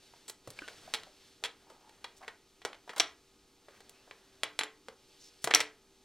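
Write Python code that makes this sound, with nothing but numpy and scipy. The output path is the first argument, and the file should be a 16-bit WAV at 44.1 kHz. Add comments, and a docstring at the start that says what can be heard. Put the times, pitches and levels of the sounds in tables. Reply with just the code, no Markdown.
"""In a small room, at a work table, a hand holds a screwdriver against a bag's metal frame; the other pries a plate.
Metal snaps down, bounces, rings briefly and ends in a loud clatter: shaped noise bursts plus fading sine waves.
Nails tick (light bursts), scrape (narrow noise in small slips) and squeak (gliding tones); low noise thuds dully.
A sleeve brushes the cutting mat as swelling noise; the room answers with a short noise tail.
Behind it all lie soft air noise and a faint hum of unsteady sine waves."""
import sys
import numpy as np
from scipy import signal
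from scipy.fft import rfft, irfft, next_fast_len
from scipy.io import wavfile
from scipy.ndimage import uniform_filter1d, map_coordinates

SR = 44100
rng = np.random.default_rng(int(sys.argv[2]) if len(sys.argv) > 2 else 0)


def inscribe(sig):
    """Save sig as 16-bit PCM at rate SR to the path in sys.argv[1].

    A 1-D sig is mono; a 2-D sig holds one channel per row.
    Samples are clipped to [-1, 1] before scaling.
    """
    pcm = np.round(np.clip(np.atleast_2d(sig).T, -1, 1) * 32767)
    wavfile.write(sys.argv[1], SR, pcm.astype(np.int16))


N = 266364  # length of the scene [samples]


def amp(db):
    """Turn decibels into a factor for the wave."""
    return 10 ** (np.asarray(db) / 20)


def unit(x):
    """Scale to an average strength (rms) of 1."""
    return x / np.sqrt(np.mean(x ** 2) + 1e-20)


def along(points, hz):
    """Read a curve of (frequency, value) points, spaced by pitch as the ear hears it."""
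    point_hz, value = np.transpose(points)
    return np.interp(np.log(hz + 1), np.log(point_hz + 1), value)


def wobble(rate):
    """A smooth random curve with `rate` random points a second."""
    points = rng.standard_normal(int(N * rate / SR) + 4)
    return map_coordinates(points, [np.arange(N) * rate / SR])


def filtered(x, response):
    """Make each frequency stronger or weaker, or shift its phase."""
    n = x.shape[-1]
    padded = next_fast_len(n + 4096)
    spectrum = rfft(x, padded) * response(np.fft.rfftfreq(padded, 1 / SR))
    return irfft(spectrum, padded)[..., :n]


def causal(gain):
    """Turn a gain curve into the filter that reacts soonest, with nothing before the blow (minimum phase)."""
    cepstrum = irfft(np.log(np.maximum(gain, 1e-6)))
    half = len(cepstrum) // 2
    cepstrum[1:half] *= 2
    cepstrum[half + 1:] = 0
    return irfft(np.exp(rfft(cepstrum)))


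def add(track, s, x):
    """Mix a sound into the track at time s."""
    i = max(round(s * SR), 0)
    track[..., i:i + x.shape[-1]] += x[..., :max(N - i, 0)]


def narrow(n, hz, width):
    """Noise of rms 1 gathered around one pitch."""
    return unit(filtered(rng.standard_normal(n), lambda f: 1 / (1 + (np.log((f + 1) / hz) / width) ** 2)))


def modes(rows, t, weights_db):
    """Objects ring as a sum of fading sine waves, each with its own strength."""
    hz, db, t60 = np.transpose(rows)[:, :, None]
    phase = rng.uniform(0, 2 * np.pi, hz.shape)
    fade = amp(db + weights_db[:, None] - 60 * t / t60)
    return np.sum(fade * np.sin(2 * np.pi * hz * t + phase), 0)


# Small metal piece, damped by the fingers:
# (frequency [Hz], relative level [dB], time to fade by 60 dB [s], spot that excites it most [0-2])
METAL_RING = [(5670, 5.5, 0.022, 0.18), (5800, 3.5, .027, 0), (7280, 5, 0.026, 1.32),
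              (10600, 2, 0.038, 1.66)]
# Metal snaps down on the table; small trims follow:
# (time [s], level [dB], pitch [Hz], hardness [dB], time to fade by 60 dB [s], metal ring re snap level [dB],
#  spot struck [0-2], time to first bounce [s; 2.5 ms or less: no bounce], loss per bounce [dB])
METAL_SNAPS = [(0.9385, -28, 3730, -13.5, 0.02, -15, 1.3, .0072, 4.5),
               (1.4385, -30, 3500, -16, 0.039, -10, 1.4, 0.01, 3),
               (2.043, -37.5, 4007, -21, 0.032, -18, 1.6, 0, 0),
               (2.2797, -37.5, 1760, -25.5, 0.043, -13, 1, 0.0009, 0),
               (2.6504, -34, 1335, -14, 0.014, -9, .3, 0.0041, 6),
               (2.9985, -22, 3780, -15.5, .02, 0, 0.26, .0033, 2),
               (4.4338, -25.5, 3300, -21.5, 0.019, -5, 2, 0, 0),
               (4.5906, -25.5, 4015, -17, 0.014, -6, 1.4, 0.00008, 0),
               (4.611, -29, 3230, -28, 0.028, -25, 1.2, 0, 0),
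               (4.6347, -34, 3480, -23, .01, -3, 1.2, 0.0057, 16),
               (5.4423, -34, 1714, -2, 0.023, 6.5, 2, .003, 4),
               (5.4741, -31.5, 1300, -18, 0.03, -22, 1, 0.00059, 0),
               (5.5106, -25.5, 1800, -27.5, .024, -19, .3, 0.00093, 4),
               (5.5385, -18, 3075, -23.5, .024, -11.5, .3, 0.00074, 0),
               (5.5481, -20.5, 4660, -4, 0.018, 5.5, 0, 0.00021, 0),
               (5.557, -24.5, 2082, -18.5, .026, -17.5, 0, .0135, 11),
               (5.604, -26.5, 2090, -12, 0.024, -8, .2, .005, 5.5)]
BOUNCE_SHRINK = 0.77  # each flight over the one before
BOUNCE_DULL_DB, BOUNCE_DAMP_DB = 1.5, 3  # each bounce is softer in touch and rings less


def snaps(click_db=-0.5, spot_db=14, count=3):
    """Landing metal wakes the table and rings by the spot struck; bounces come ever sooner and softer."""
    out, t = np.zeros((2, N)), np.arange(2 ** 14) / SR
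    metal, best_spots = np.array(METAL_RING)[:, :-1], np.array(METAL_RING)[:, -1]
    attack = 1 - np.exp(-t / 0.00011)
    for s, db, pitch_hz, hardness_db, t60, ring_db, spot, flight, loss_db in METAL_SNAPS:
        # The farther from its best spot, the weaker a mode rings.
        miss = np.minimum(np.abs(best_spots - spot), 2)
        add(out, s, amp(db) * table(t, pitch_hz))
        for k in range(count if flight > .0025 else 1):
            blow_db = db - k * loss_db
            ring_gain = amp(blow_db + ring_db - k * BOUNCE_DAMP_DB)
            ring = ring_gain * modes(metal, t, -spot_db * miss) * attack
            add(out, s, contact(t, blow_db + click_db, pitch_hz, hardness_db - k * BOUNCE_DULL_DB, t60))
            add(out, s, in_room(ring, wet_db=-17))
            s = s + flight * BOUNCE_SHRINK ** k
    return out


# A low-pitched contact knocks the table harder: (pitch [Hz], knock re click [dB])
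KNOCK_BY_PITCH = [(1300, 2), (2000, -10), (4200, -10.5)]
EDGE_DB, EDGE_SHARE = 3, 0.63  # hardness is the sizzle level; the edge band follows this share of it


def contact(t, db, pitch_hz, hardness_db, t60, weight_db=0):
    """Pitch and hardness set the colour of a blow, which clacks in the room."""
    knock_db = along(KNOCK_BY_PITCH, pitch_hz) + weight_db
    edge_db = EDGE_DB + EDGE_SHARE * hardness_db
    bands_db = db + np.array([knock_db, 0, edge_db, hardness_db])
    return in_room(clack(t, bands_db, pitch_hz, t60), wet_db=-12.5)


# Knock, click, edge and sizzle bands of a contact: (low edge [Hz], high edge [Hz])
CONTACT_BANDS = [(200, 1200), (1200, 4500), (4500, 9000), (9000, 16000)]
# Starting colour of a contact on the table top: (frequency [Hz], relative level [dB])
CONTACT_COLOUR = [(60, -34.5), (200, -18.5), (420, -7), (1100, -3), (2100, -1.5), (4100, -2.5), (4900, -4),
                  (6400, -8), (7700, -5), (10000, -7), (11700, -9.5), (13500, -11.5), (16000, -16.5)]
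# Damped table-top resonances in every contact: (frequency [Hz], width [Hz], boost [dB])
PLATE_PEAKS = [(452, 64, 5), (816, 220, 1.5), (1550, 110, 0), (1963, 100, 5), (2260, 150, 4.5),
               (3293, 260, 5.5), (4040, 170, 4)]


def clack(t, levels_db, pitch_hz, t60, pitch_db=5, pitch_width=0.18, snap_db=4, snap_t60=0.0033,
          near_db=-18, near_t60=0.089):
    """One contact: a sharp snap, dense damped table modes, then scatter from things near by."""
    snap = amp(snap_db - 60 * t / snap_t60)
    body = amp(-60 * t / t60)
    scatter = amp(near_db - 60 * t / near_t60)
    fade = np.sqrt(snap ** 2 + body ** 2 + scatter ** 2)
    burst = rfft(rng.standard_normal(len(t)) * fade)
    hz = np.fft.rfftfreq(len(t), 1 / SR)
    # A short blow feeds all pitches evenly; the table top gives the colour.
    lumps = np.sqrt(np.abs(uniform_filter1d(np.abs(burst) ** 2, size=180)))
    peaks_db = sum(db / (1 + (2 * (hz - centre) / width) ** 2) for centre, width, db in PLATE_PEAKS)
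    # The grip of the fingers sets one broad resonance of its own.
    peaks_db = peaks_db + pitch_db / (1 + (np.log((hz + 1) / pitch_hz) / pitch_width) ** 2)
    gain = amp(along(CONTACT_COLOUR, hz) + peaks_db) / lumps
    # The hardness of the contact shares its energy (over 5 ms) among the bands; two rounds bring it close.
    wanted = amp(levels_db) ** 2 * .005 * SR * len(t) / 2
    centres_hz = np.sqrt(np.prod(CONTACT_BANDS, 1))
    for _ in range(2):
        power = np.abs(burst * gain) ** 2
        held = np.array([np.sum(power[(hz > lo) & (hz < hi)]) for lo, hi in CONTACT_BANDS])
        correction_db = 10 * np.log10(wanted / held)
        gain = gain * amp(along(np.c_[centres_hz, correction_db], hz))
    return irfft(burst * rfft(causal(gain)))


# Lingering resonances of table and room:
# (frequency [Hz], relative level [dB], time to fade by 60 dB [s])
TABLE_RING = [(116, -11, .25), (297, -6, .45), (436, 1, .39), (614, -6, .27), (684, -4, .36), (867, 4, .22),
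              (1071, -.5, .34), (1312, 3, .3), (1400, -6.5, .22), (1595, 6, .26), (1781, 0, .25),
              (1931, 0, .3), (1997, 5, .22), (2100, 3, .2), (2464, 5, .28), (2909, 1, .2), (3016, 3, .22),
              (4029, 3, .14)]


def table(t, pitch_hz, table_db=-33):
    """The table lingers after a blow; its low resonances follow the knock."""
    low_db = 0.39 * along(KNOCK_BY_PITCH, pitch_hz) + 9.7
    push_db = along([(600, low_db), (2000, 0)], np.transpose(TABLE_RING)[0])
    chance_db = rng.standard_normal(len(TABLE_RING))
    attack = 1 - np.exp(-t / 0.00011)
    return amp(table_db) * modes(TABLE_RING, t, push_db + chance_db) * attack


# Nails and the screwdriver tip tick lightly; small trims follow:
# (time [s], level [dB], pitch [Hz], hardness [dB], time to fade by 60 dB [s])
LIGHT_TICKS = [(.281, -48.5, 4500, -3, 0.067), (0.2976, -44.5, 4630, -0.5, 0.03),
               (0.4745, -55.5, 1300, -2, 0.053), (0.504, -54, 4400, 3, 0.027),
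               (.5897, -51, 2400, -14, 0.0066), (0.6793, -46.5, 3000, -16, 0.0098),
               (.684, -44.5, 2030, -17, 0.019), (1.0345, -50, 4050, -13, 0.0095),
               (1.7002, -56, 1320, -10, 0.1), (1.8944, -58, 1856, -11, 0.017),
               (2.618, -51.5, 3250, -23, 0.035), (2.7303, -46.5, 3310, -27, 0.026),
               (2.7453, -52.5, 1900, -22.5, .04), (2.8936, -39.5, 1870, -21.5, 0.077),
               (2.963, -47, 1500, -7, 0.048), (2.981, -41, 3320, -3, 0.036),
               (3.6843, -56.5, 1550, -22, 0.038), (3.8054, -56, 1660, -10, .027),
               (3.895, -57, 3000, 2, 0.014), (4.1109, -44.5, 2440, -28.5, 0.021),
               (4.6082, -41.5, 2053, -21, 0.0098), (4.8846, -45.5, 1440, -16, 0.024),
               (5.5075, -39.5, 1500, -16, 0.026), (5.5956, -35, 3920, -27, 0.011)]
TICK_KNOCK_DB = 5  # the finger behind a tick adds weight


def ticks(click_db=-0.5, table_db=1):
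    """Light contacts stir the table but are too weak to ring the metal."""
    out, t = np.zeros((2, N)), np.arange(2 ** 14) / SR
    for s, db, pitch_hz, hardness_db, t60 in LIGHT_TICKS:
        add(out, s, contact(t, db + click_db, pitch_hz, hardness_db, t60, TICK_KNOCK_DB))
        add(out, s, amp(db + table_db) * table(t, pitch_hz))
    return out


# Bumps on the table and the low body of some metal blows:
# (time [s], level [dB], centre frequency [Hz], time to fade by 60 dB [s])
DULL_THUDS = [(0.137, -48.5, 970, 0.024), (0.4745, -36.5, 486, 0.02), (.479, -49, 125, 0.14),
              (0.6186, -46, 327, 0.061), (.877, -46, 655, 0.073), (1.067, -51.5, 627, 0.058),
              (1.426, -50, 600, 0.042), (2.044, -40.5, 820, 0.049), (2.877, -45, 816, 0.048),
              (3.684, -50.5, 596, 0.048), (4.076, -52, 637, .025), (5.442, -39.5, 150.2, 0.036),
              (5.4735, -27, 674, .04)]


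def dull_thuds():
    """Dull low thuds: bumps on the table and the low body of some metal blows."""
    out, t = np.zeros((2, N)), np.arange(SR // 4) / SR
    for s, db, hz, t60 in DULL_THUDS:
        add(out, s, in_room(amp(db) * thud(t, hz, t60), wet_db=-14.5))
    return out


def thud(t, hz, t60):
    """A dull blow: noise around one pitch, rising quickly and fading."""
    fade = amp(-60 * t / t60) * (1 - np.exp(-t / 0.00035))
    return unit(narrow(len(t), hz, width=0.29) * fade) * np.sqrt(np.mean(fade ** 2))


# Nails and fingertips sliding:
# (time [s], length [s], level [dB], pitch [Hz], relative width [log-frequency])
NAIL_SCRAPES = [(.278, 0.02, -49.5, 7800, 0.087), (1.598, 0.37, -70, 850, 0.15),
                (2.162, 0.03, -63.5, 6200, 0.41), (2.206, 0.042, -55, 750, 0.34),
                (2.223, 0.032, -57.5, 1660, 0.45), (2.931, 0.01, -48.5, 1150, 0.51),
                (2.96, .03, -45.5, 1193, 0.56), (3.678, 0.127, -67.5, 1510, .8),
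                (5.185, .12, -61.5, 5400, 0.29), (5.415, 0.03, -61.5, 6000, .6)]


def scrapes(slip_hz=450, rough_db=3.0):
    """A nail or fingertip slides in uneven little slips."""
    out = np.zeros((2, N))
    for s, length, db, hz, width in NAIL_SCRAPES:
        n = int(length * SR)
        slips = amp(rough_db * wobble(slip_hz)[:n])
        stroke = unit(narrow(n, hz, width) * slips * signal.windows.tukey(n, .5))
        add(out, s, in_room(amp(db) * stroke, wet_db=-10))
    return out


# A nail grips and squeaks; a taper to silence at the end is added to the fade:
# (time [s], level [dB], first pitch [Hz], last pitch [Hz], time to fade by 60 dB [s], length [s])
NAIL_SQUEAKS = [(.59, -31, 2400, 2400, .026, .013), (.589, -38, 1650, 1500, .03, .012),
                (.6203, -37, 1520, 1490, .045, .011), (.63, -48, 1520, 1420, .34, .053),
                (.629, -55, 2650, 3250, .8, .06), (.684, -37, 1500, 1500, .046, .007),
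                (3.935, -66.5, 2500, 2820, 3, .12)]


def squeaks(jitter=0.084, octave_db=-16):
    """Stick and slip at an unsteady pitch, starting at once and fading."""
    out = np.zeros((2, N))
    for s, db, first_hz, last_hz, t60, length in NAIL_SQUEAKS:
        t = np.arange(int(length * SR)) / SR
        unsteady = 1 + jitter * narrow(len(t), hz=300, width=0.38)
        hz = np.linspace(first_hz, last_hz, len(t)) * unsteady
        phase = 2 * np.pi * np.cumsum(hz) / SR
        fade = amp(db - 60 * t / t60) * np.sqrt(1 - t / length)
        tone = np.sin(phase) + amp(octave_db) * np.sin(2 * phase)
        add(out, s, in_room(fade * tone, wet_db=-25))
    return out


# Colour of the cloth's light swish: (frequency [Hz], relative level [dB])
SWISH_COLOUR = [(800, -27), (1500, -11), (2800, -0.5), (4500, 1.5), (6000, -4), (9000, -9), (14500, -19),
                (16000, -47)]
# Colour of the lower, pressed rub: (frequency [Hz], relative level [dB])
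RUB_COLOUR = [(300, -8), (600, -5.5), (1000, -11), (1700, -9.5), (3000, -19.5), (6000, -33.5)]
# Strokes of the sleeve over the mat, before trims:
# (start time [s], end time [s], swish level [dB], rub re swish level [dB])
SLEEVE_STROKES = [(-.05, 0.29, -64.5, -5.5), (0.49, 1.067, -59, -0.5), (1.093, 1.38, -63, -5.5),
                  (1.538, 2.352, -72.5, 4.5), (2.803, 3.2, -70, -11), (3.65, 4.7, -71, 3.5),
                  (5.023, 5.653, -65.5, -8.5)]
STROKE_FADE_S = 0.19  # a stroke swells and dies in this time
RESTING_DB = -72.5  # constant swish under the strokes, before the trim


def sleeve(swish_db=-1, rub_db=-3, grain_db=1):
    """Cloth brushes over the mat in strokes; pressing down adds a lower rub."""
    t = np.arange(N) / SR
    swish_power, rub_power = np.full(N, amp(RESTING_DB) ** 2), np.zeros(N)
    for start, end, db, press_db in SLEEVE_STROKES:
        motion = np.clip(.5 + np.minimum(t - start, end - t) / STROKE_FADE_S, 0, 1)
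        swish_power += (amp(db) * motion) ** 2
        rub_power += (amp(db + press_db) * motion) ** 2
    high = amp(swish_db) * np.sqrt(swish_power) * noise(SWISH_COLOUR)
    low = amp(rub_db) * np.sqrt(rub_power) * noise(RUB_COLOUR)
    return (high + low) * amp(grain_db * wobble(60))


def noise(spectrum):
    """Coloured stereo noise of rms 1, nearly mono in the lows and wide in the treble."""
    pair = filtered(rng.standard_normal((2, N)), lambda hz: amp(along(spectrum, hz)))
    return unit(diffuse(pair))


# Colour of the air noise: (frequency [Hz], relative level [dB])
AIR_COLOUR = [(20, 0), (45, -2), (70, -2.5), (150, -6), (300, -0.5), (500, -10), (1000, -12), (2000, -16),
              (4500, -14), (7000, -17), (10000, -21.5), (14500, -26), (16000, -36.5)]
# Tones of the hum, around which each level wavers: (frequency [Hz], level [dB])
HUM_TONES = [(302, -82), (387.6, -75), (475, -81.5), (775, -90), (861, -84.5), (1249, -86), (2476, -90.5),
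             (6250, -88.5)]


def room_tone(air_db=-68, hum_db=0):
    """Soft air noise and a hum whose tones waver slightly in level and phase."""
    t = np.arange(N) / SR
    hum = np.zeros(N)
    for hz, db in HUM_TONES:
        level = amp(db + 1.5 * wobble(5.3)) * np.sqrt(2)  # the root turns rms into peak
        hum += level * np.sin(2 * np.pi * hz * t + .5 * wobble(2.4))
    return amp(air_db) * noise(AIR_COLOUR) + amp(hum_db) * hum


# How long the room tail lasts: (frequency [Hz], time to fade by 60 dB [s])
ROOM_FADE = [(100, .42), (500, 0.24), (1500, 0.3), (3500, 0.24), (7000, 0.22), (14000, 0.12)]
# Colour of what the walls send back: (frequency [Hz], relative level [dB])
WALL_COLOUR = [(100, -5.5), (500, 3.5), (2500, -1.5), (4500, -2.5), (8000, -4), (15000, -2.5)]


def in_room(x, wet_db, build=0.0055):
    """Many small reflections act like a fading noise tail, which builds up over `build` seconds."""
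    hz, t, z = signal.stft(rng.standard_normal((2, SR // 2)), SR, nperseg=256)
    decay_db = along(WALL_COLOUR, hz)[:, None] - 60 * t / along(ROOM_FADE, hz)[:, None]
    tail = diffuse(signal.istft(z * amp(decay_db), SR, nperseg=256)[1])
    tail = tail * (1 - np.exp(-(np.arange(tail.shape[1]) / SR / build) ** 2))
    wet = amp(wet_db) * signal.fftconvolve(x[None], tail / np.linalg.norm(tail[0]), axes=1)
    wet[:, :len(x)] += x  # the direct sound
    return wet


# Chosen stereo width: (frequency [Hz], side re middle level [dB])
STEREO_WIDTH = [(20, -56.5), (1000, -54.5), (2000, -45.5), (3500, -50), (6000, -17), (14000, -5)]


def diffuse(pair):
    """Chosen stereo width for two noises: nearly mono below about 4 kHz, wide in the treble."""
    side = filtered(pair[1], lambda hz: amp(along(STEREO_WIDTH, hz)))
    return np.array([pair[0] + side, pair[0] - side])


# Chosen phase offset between the channels: (frequency [Hz], left ahead of right [radians])
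CHANNEL_OFFSET = [(20, 0), (1200, 0.0063), (2500, 0.055), (4000, 0.12), (6000, 0.91), (9000, 1.09),
                  (13000, 2), (16000, 1.9)]


def scene():
    """Left runs slightly ahead of right, hardly at all in the bass, clearly in the treble."""
    sound = snaps() + ticks() + dull_thuds() + scrapes() + squeaks() + sleeve() + room_tone()
    # Half the offset moves left ahead, the other half holds right back.
    return filtered(sound, lambda hz: np.exp(.5j * np.outer([1, -1], along(CHANNEL_OFFSET, hz))))


TOP_HZ = 16000  # band limit, where the level is 3 dB down


def record(dry):
    """The recorder cuts very steeply above its band limit."""
    return filtered(dry, lambda hz: 1 / np.sqrt(1 + (hz / TOP_HZ) ** 120))


dry = scene()
out = record(dry)
inscribe(out)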